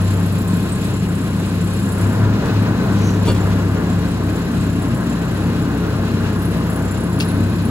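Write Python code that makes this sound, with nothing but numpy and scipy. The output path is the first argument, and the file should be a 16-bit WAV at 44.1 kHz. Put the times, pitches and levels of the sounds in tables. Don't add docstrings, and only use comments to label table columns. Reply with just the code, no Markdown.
import sys
import numpy as np
from scipy import signal
from scipy.fft import rfft, irfft, next_fast_len
from scipy.io import wavfile
from scipy.ndimage import uniform_filter1d, map_coordinates

SR = 44100
rng = np.random.default_rng(int(sys.argv[2]) if len(sys.argv) > 2 else 0)


def to_wav(s):
    ch = np.atleast_2d(s).T
    pcm = np.round(np.clip(ch, -1, 1) * 32767)
    wavfile.write(sys.argv[1], SR, pcm.astype(np.int16))


N = 339570
T = np.arange(N) / SR


def amp(db):
    return 10 ** (np.asarray(db) / 20)


def unit(x):
    return x / np.sqrt(np.mean(x ** 2) + 1e-20)


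def curves(rows, at):
    first, *columns = np.transpose(rows)
    return [np.interp(at, first, column) for column in columns]


def wobble(rate):
    coarse = T[::64]
    knots = rng.standard_normal(int(N * rate / SR) + 4)
    return np.interp(T, coarse, map_coordinates(knots, [coarse * rate]))


def phase(hz):
    return 2 * np.pi * np.cumsum(hz) / SR


def filtered(x, response):
    padded = next_fast_len(x.shape[-1] + 8192)
    spectrum = rfft(x, padded) * response(np.fft.rfftfreq(padded, 1 / SR))
    return irfft(spectrum, padded)[..., :x.shape[-1]]


def noise(spectrum, size=N):
    freq_hz, level_db = np.transpose(spectrum)

    def shape(hz):
        return amp(np.interp(np.log(hz + 1), np.log(freq_hz), level_db, left=-120))
    return unit(filtered(rng.standard_normal(size), shape))


def add(out, start_s, sound):
    start = round(start_s * SR)
    out[start:start + len(sound)] += sound[:len(out) - start]


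def scattered(x):
    knots = np.arange(800)
    phase_lag = np.cumsum(rng.uniform(0.498, 3.5, len(knots)))
    return filtered(x, lambda hz: np.exp(-1j * np.interp(hz, 30 * knots, phase_lag)))


PUFF_S, PUFF_DB, PUFF_LENGTH_S = 3.075, -46, 0.025
PUFF_SKIRT_DB, PUFF_SKIRT_S = 2, .08


def air_valve():
    outlet = noise([(4800, -29), (5700, -5), (6250, 0), (6700, -7), (7400, -24), (16000, -60)])

    def bell(length_s):
        return 2 ** -((T - PUFF_S) / length_s) ** 2
    swell = bell(PUFF_LENGTH_S) + amp(PUFF_SKIRT_DB) * bell(PUFF_SKIRT_S)
    return amp(PUFF_DB) * swell * outlet


# start_s [s], drive_db [dB], noise_t60_s [s]
SNAP_EVENTS = [(7.2012, -20, .035), (7.2061, -18, .01), (7.2071, -15, .01), (7.2105, -28, .12),
               (7.2175, -32, .06), (7.2245, -32, .12), (7.585, -35, .04)]
# [dB per Hz, relative]
SNAP_SPECTRUM = [(1500, -16), (2800, 0), (3700, -4), (4800, 0), (5600, -8), (8000, -8), (10000, -12),
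                 (15000, -16)]
# freq_hz [Hz], level_db [dB against the drive]
SNAP_MODES = [(2720, -3), (3100, -10), (3350, -6), (3840, -13), (4420, -8), (4620, -6), (5100, -7)]
SNAP_RISE_S, SNAP_CRACK_DB, SNAP_RING_S = .0003, -2, .018


def snaps():
    out, t = np.zeros(N), T[:SR // 5]
    for start_s, drive_db, noise_t60_s in SNAP_EVENTS:
        crack = amp(SNAP_CRACK_DB - 60 * t / noise_t60_s) * noise(SNAP_SPECTRUM, size=len(t))
        modes = sum(amp(level_db + rng.normal(0, 1.1)) * np.sin(2 * np.pi * freq_hz * t)
                    for freq_hz, level_db in SNAP_MODES)
        ring = amp(-60 * t / SNAP_RING_S) * modes
        rise = 1 - np.exp(-t / SNAP_RISE_S)
        add(out, start_s, amp(drive_db) * rise * (crack + ring))
    return out


# [dB, gain of the bin's modes]
KNOCK_EVENTS = [(2.4565, -24, .04, 1, -20), (2.596, -30, .03, 3, -25), (2.954, -34, .03, 2, -25),
                (3.092, -35, .04, 1, -20), (3.135, -34, .04, 0, -15), (3.25, -27, .05, 2, -8),
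                (3.259, -27, .05, 2, -4), (3.268, -25, .04, 1, 6), (3.2747, -24, .04, 0, 4),
                (3.281, -23, .04, -1, 11), (3.291, -25, .05, -2, 5), (3.3, -25, .05, -1, 5),
                (3.311, -27, .05, -1, 4), (3.326, -31, .06, 0, 1), (3.345, -30, .07, 0, 2),
                (3.362, -32, .08, 1, -5), (3.396, -33, .06, 0, -5), (3.455, -36, .04, -2, 2),
                (3.745, -34, .04, 1, -20), (4.96, -34, .04, 1, -20), (5.153, -33, .04, 0, -15),
                (6.105, -34, .05, 1, -15), (6.135, -32, .08, -1, -10), (6.36, -33, .04, -1, -15)]
# freq_hz [Hz], level_db [dB, relative], t60_s [s]
BIN_MODES = [(42, -10, .3), (214, -3, .08), (310, -1, .07), (350, 1, .07), (420, -2, .08), (530, -3, .1),
             (645, -8, .08), (965, -9, .09), (1215, -13, .06), (1450, -14, .06), (2360, -18, .11),
             (2794, -13, .13), (3262, -17, .12), (3461, -18, .11), (4185, -17, .11), (4510, -17, .1),
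             (8010, -15, .15)]
KNOCK_RISE_S = 0.0019
BIN_SCATTER_HZ = 11


def knocks():
    out, t = np.zeros(N), T[:SR // 3]
    for start_s, drive_db, burst_t60_s, tilt_db, ring_db in KNOCK_EVENTS:
        spectrum = [(200, -3.5 * tilt_db), (2260, 0), (16000, 2.8 * tilt_db - 10)]
        burst = noise(spectrum, size=len(t)) * amp(-60 * t / burst_t60_s)
        ring = np.zeros(len(t))
        for freq_hz, level_db, t60_s in BIN_MODES:
            decay = amp(level_db + rng.normal(0, 3) - 60 * t / t60_s)
            ring += decay * np.sin(2 * np.pi * rng.normal(freq_hz, BIN_SCATTER_HZ) * t)
        rise = 1 - np.exp(-t / KNOCK_RISE_S)
        add(out, start_s, amp(drive_db) * rise * (burst + amp(ring_db) * ring))
    return out


# time_s [s], pitch_hz [Hz], level_db [dB]
WHINE = [(0, 1055, -42), (1.9, 1055, -44), (2.1, 985, -40), (2.7, 980, -44), (3.2, 1000, -44),
         (3.6, 1050, -46), (7.7, 1050, -48)]
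WHINE_WIDTH_HZ = 45


def whine():
    pitch_hz, level_db = curves(WHINE, T)
    angle = phase(pitch_hz)
    fuzzy = wobble(WHINE_WIDTH_HZ) * np.cos(angle) + wobble(WHINE_WIDTH_HZ) * np.sin(angle)
    return amp(level_db) * unit(fuzzy)


# time_s [s], firing_rate [firings per second]
SPEED = [(0, 32.52), (1.94, 32.6), (2.06, 34), (2.13, 34.5), (2.22, 34.1), (2.73, 33.6), (3.02, 33.3),
         (3.34, 32.9), (4.05, 32.5), (7.7, 32.52)]


def firings():
    return np.cumsum(curves(SPEED, T)[0]) / SR


# time_s [s], then drive_db [dB] of the first, second and third part
JINGLE_DRIVE = [(0, -36, -42, -42), (0.35, -32, -41, -39), (1.35, -35, -48, -40), (2.1, -32, -44, -36),
                (2.24, -54, -61, -52), (2.8, -41, -55, -53), (3.3, -37, -39, -47), (3.7, -41.5, -74, -43),
                (4.55, -36.5, -45.5, -40), (5.25, -36.5, -47, -43), (5.9, -44, -51, -48),
                (6.3, -43, -46, -45), (6.45, -38, -32.5, -45), (6.6, -49, -43, -46),
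                (6.78, -30.5, -36.5, -43), (7.05, -40, -46, -40), (7.25, -39, -37, -43),
                (7.7, -44, -40.5, -46)]
# freq_hz [Hz], level_db [dB against the drive], t60_s [s]
JINGLE_PARTS = [
    [(7050, -2, .015), (7280, 4, .045), (7430, -6, .04), (8210, -3, .12), (10655, -8, .08),
     (11305, -10, .07)],
    [(10958, 2, .08), (12805, 1, .09), (15280, -10, .12)],
    [(8940, 1, .09), (13390, -2, .1)],
]


def jingle():
    taps = np.flatnonzero(np.diff(np.floor(firings() - .41)))
    taps = np.clip(taps + rng.normal(0, 0.00091 * SR, len(taps)), 0, N - 1).astype(int)
    force_db = 2 * rng.standard_normal(len(taps))
    out = np.zeros(N)
    for modes, drive_db in zip(JINGLE_PARTS, curves(JINGLE_DRIVE, taps / SR)):
        for freq_hz, level_db, t60_s in modes:
            slow_db = uniform_filter1d(rng.normal(0, 5.5, len(taps)), size=3)
            chance_db = slow_db + rng.normal(0, 3, len(taps))
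            strength = amp(drive_db + level_db + force_db + chance_db)
            blows = np.zeros(N, np.complex64)
            blows[taps] = strength * np.exp(2j * np.pi * rng.random(len(taps)))
            turn = np.exp(2j * np.pi * freq_hz / SR)
            ring = turn * amp(-60 / (t60_s * SR))
            rise = turn * np.exp(-1 / (0.0034 * SR))
            out += signal.lfilter([ring - rise], np.poly([ring, rise]), blows).real
    return out


def shaft_tone(multiple, level_db):
    drift = .5 * wobble(5) + rng.uniform(0, 2 * np.pi)
    return np.sqrt(2) * amp(level_db) * np.sin(2 * np.pi * multiple * firings() + drift)


# multiple [of the firing rate], before_db, during_db, after_db [dB, around the flare],
# waver_db [dB]
TONES = [(1, -46, -47, -55, 3), (1.501, -51, -50, -61, 3.7), (2, -34, -33.5, -30, 1.2),
         (3.82, -31.5, -37, -33, 2.1), (4, -37.5, -35.5, -35, 2.7), (5, -40, -40, -42, 3.4),
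         (6, -28, -27, -34, 1.7), (6.3, -31, -40, -34.5, 2.5), (7, -48, -37, -32, 2.1),
         (8, -44, -33.5, -52, 2), (9, -45, -37, -41.5, 2.2)]
FLARE_S = 1.95, 2.15, 3.2, 3.6


def weaker_tones():
    out = np.zeros(N)
    for multiple, before_db, during_db, after_db, waver_db in TONES:
        level_db = np.interp(T, FLARE_S, [before_db, during_db, during_db, after_db])
        out += shaft_tone(multiple, level_db + waver_db * wobble(5))
    return out


PUMP_MULTIPLE, PUMP_DB, PUMP_WAVER_DB = 5.31, -25, 1.5
THROB_HZ, THROB_DB, THROB_PEAK_S, THROB_ENDS_S = 3.68, 4, 1.073, 1.84


def pump_hum():
    throb_db = THROB_DB * np.cos(2 * np.pi * THROB_HZ * (T - THROB_PEAK_S)) * (T < THROB_ENDS_S)
    return shaft_tone(PUMP_MULTIPLE, PUMP_DB + throb_db + PUMP_WAVER_DB * wobble(12))


# time_s [s], level_db [dB rms]
DRONE_LEVEL = [(0.0, -18), (0.04, -16), (0.64, -25), (1.98, -22), (2.04, -16.5), (2.11, -17.5), (2.15, -21),
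               (2.23, -12), (2.33, -17), (2.44, -33), (2.53, -15), (2.61, -16.5), (2.66, -21),
               (2.76, -21.5), (2.83, -37), (2.88, -18.5), (2.96, -17.5), (3.73, -19), (3.79, -25),
               (3.99, -19.5), (4.1, -27), (4.31, -20), (4.44, -31), (4.68, -19.5), (5.15, -36.5),
               (5.42, -20.5), (5.77, -32), (5.9, -21.5), (6.52, -23.5), (6.58, -37), (6.6, -27.5),
               (6.95, -21.5), (7.03, -37), (7.1, -24.5), (7.3, -23.5), (7.44, -16), (7.55, -24), (7.7, -22)]
# time_s [s], pitch_hz [Hz]
DRONE_PITCH = [(0, 97.56), (1.95, 97.5), (2.04, 99.6), (2.14, 104.4), (2.85, 104), (2.96, 101.8),
               (3.25, 99.6), (3.7, 98.1), (4.05, 97.5), (7.7, 97.56)]


def exhaust_drone():
    level_db, pitch_hz = curves(DRONE_LEVEL, T)[0], curves(DRONE_PITCH, T)[0]
    return np.sqrt(2) * amp(level_db) * np.sin(phase(pitch_hz))


# freq_hz [Hz], width_hz [Hz], gain_db [dB at the centre]
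PANELS = [(231.4, 8.1, 1), (276.1, 11.7, 0.5), (303.8, 6.1, -2), (339.6, 9.1, -8), (424, 4.6, 0.5),
          (650, 24, -6), (1050, 19, -8.5), (1210, 6.7, -9), (1269, 5, -8), (1417, 12, -2), (1526, 23, -2),
          (1652, 18, 0), (2523, 80, -1.5), (2777, 87, -2.5), (4010, 420, -3.5)]
PANEL_WAVER_DB = 2


def panels(shaking):
    def resonance(hz, group):
        return sum(amp(gain_db) * 1j * hz * width_hz / (freq_hz ** 2 - hz ** 2 + 1j * hz * width_hz)
                   for freq_hz, width_hz, gain_db in group)
    return sum(amp(PANEL_WAVER_DB * wobble(2.49)) * filtered(shaking, lambda hz: resonance(hz, group))
               for group in (PANELS[0::2], PANELS[1::2]))


# [dB: roar, body rattle, valve clatter]
LOAD = [(0, -25.5, -30.5, -38.5), (0.4, -24.5, -32.5, -40), (1.8, -24.5, -32, -39.5),
        (2.12, -23, -27.5, -39), (2.55, -21, -27, -38), (2.75, -22, -27.5, -38.5), (3.05, -21.5, -28, -38),
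        (3.7, -22.5, -29, -39.5), (4.7, -23, -31, -40.5), (5.2, -23.5, -29.5, -40.5),
        (6.5, -23, -29.5, -40), (7.7, -24, -30.5, -41)]
# time_s [s], level_db [dB]
HISS_LEVEL = [(0, -43.5), (2.1, -42.5), (2.3, -47), (3, -47), (4.3, -46.5), (5.3, -48), (6, -47.5),
              (7, -46.5), (7.7, -47.5)]
# [dB per Hz, relative]
ROAR_SPECTRUM = [(20, -36), (32, -14), (60, -6.5), (82, -6), (125, 1.5), (160, 1.5), (215, -2), (300, -3.5),
                 (450, -12.5), (700, -59)]
BODY_SPECTRUM = [(250, -9), (450, 1), (750, -5), (1050, -5), (1600, -9.5), (2000, -14), (2800, -35.5)]
CLATTER_SPECTRUM = [(1500, -0.5), (2200, 3.5), (2600, 2.5), (3200, 2), (4200, -0.5), (5000, -3),
                    (6800, -5.5), (8000, -11), (9000, -50)]
HISS_SPECTRUM = [(6000, -30), (7500, -1), (10000, 0), (12500, -6), (13600, -9), (14100, -19), (14600, -15),
                 (15500, -13)]
ROAR_BEAT_DB, CHUG_DB = 1.5, .9


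def engine():
    roar_db, body_db, clatter_db = curves(LOAD, T)
    turns = firings()
    beat = np.cos(2 * np.pi * (turns - .5))
    chug = np.cos(6 * np.pi * turns)
    shared = wobble(13)

    def pair(level_db, spectrum):
        return amp(level_db) * noise(spectrum, size=(2, N))
    roar = pair(roar_db + ROAR_BEAT_DB * beat + 0.083 * wobble(3.2), ROAR_SPECTRUM)
    body = pair(body_db + CHUG_DB * chug + .8 * wobble(15), BODY_SPECTRUM)
    clatter = pair(clatter_db + 0.28 * beat + 0.72 * shared + 1.06 * wobble(40), CLATTER_SPECTRUM)
    hiss = pair(curves(HISS_LEVEL, T)[0] + 2 * beat + .8 * shared + wobble(30), HISS_SPECTRUM)
    shaking = roar + body + clatter
    return shaking + panels(shaking) + hiss


SIDE = np.array([[1], [-1]])
# freq_hz [Hz], left_behind [half turns, left phase behind right],
# likeness [0-1, of left and right], left_over_right_db [dB]
STEREO = [(20, 0, .9, .5), (100, .01, .97, 1.8), (350, .06, .94, 2), (700, .35, .72, .5),
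          (1400, .18, .77, 1), (2200, .7, .45, 4), (3000, .76, .15, 2.5), (3700, .76, .4, 1.5),
          (4600, .95, .2, 0), (5600, 1.05, .4, -1.5), (6300, 1.6, .2, -1), (7000, 1.94, .65, 0),
          (7700, 2.2, .5, 0), (8400, 3, 1, 0), (9550, 3, 1, 0), (10300, 3.6, .6, 0), (11000, 4, 1, 0),
          (11700, 4, 1, 0), (12400, 4.4, .55, 0), (13150, 5, 1, 0), (14350, 5, 1, 0), (14700, 5.5, .45, 0),
          (15200, 6, 1, 0)]


def stereo(hz, share):
    left_behind, likeness, left_db = curves(STEREO, hz)
    mix = share(SIDE * np.arccos(np.clip(likeness, 0, 1)) / 2)
    return mix * np.exp(-.5j * np.pi * SIDE * left_behind) * amp(SIDE * left_db / 2)


def from_direction(x, left_lag_s, lean):
    def response(hz):
        return np.exp(-1j * np.pi * SIDE * hz * left_lag_s) * amp(SIDE * curves(lean, hz)[0] / 2)
    return filtered(x, response)


# freq_hz [Hz], left_over_right_db [dB]
SNAP_LEAN = [(2000, 2), (2800, 9), (4500, 7), (5100, -7), (6000, 0), (7500, 6), (9000, 0)]
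KNOCK_LAG_S, SNAP_LAG_S, PUFF_LAG_S = -.00004, -.0002, .00016
ECHO_DB = -9


def scene():
    tones = exhaust_drone() + pump_hum() + weaker_tones() + whine() + jingle()
    direct, spread = engine()
    echo = amp(-10) * scattered(tones)
    out = filtered(tones + direct, lambda hz: stereo(hz, np.cos))
    out += filtered(echo + spread, lambda hz: stereo(hz, np.sin))
    knocking, snapping, puff = knocks(), snaps(), air_valve()
    level = [(0, 0)]
    out += from_direction(knocking, KNOCK_LAG_S, level)
    out += from_direction(snapping, SNAP_LAG_S, SNAP_LEAN)
    out += from_direction(puff, PUFF_LAG_S, level)
    events = knocking + snapping + puff
    return out + amp(ECHO_DB) * np.array([scattered(events), scattered(events)])


TOP_HZ = 15800


def record(dry):
    return filtered(dry, lambda hz: hz < TOP_HZ)


dry = scene()
out = record(dry)
to_wav(out)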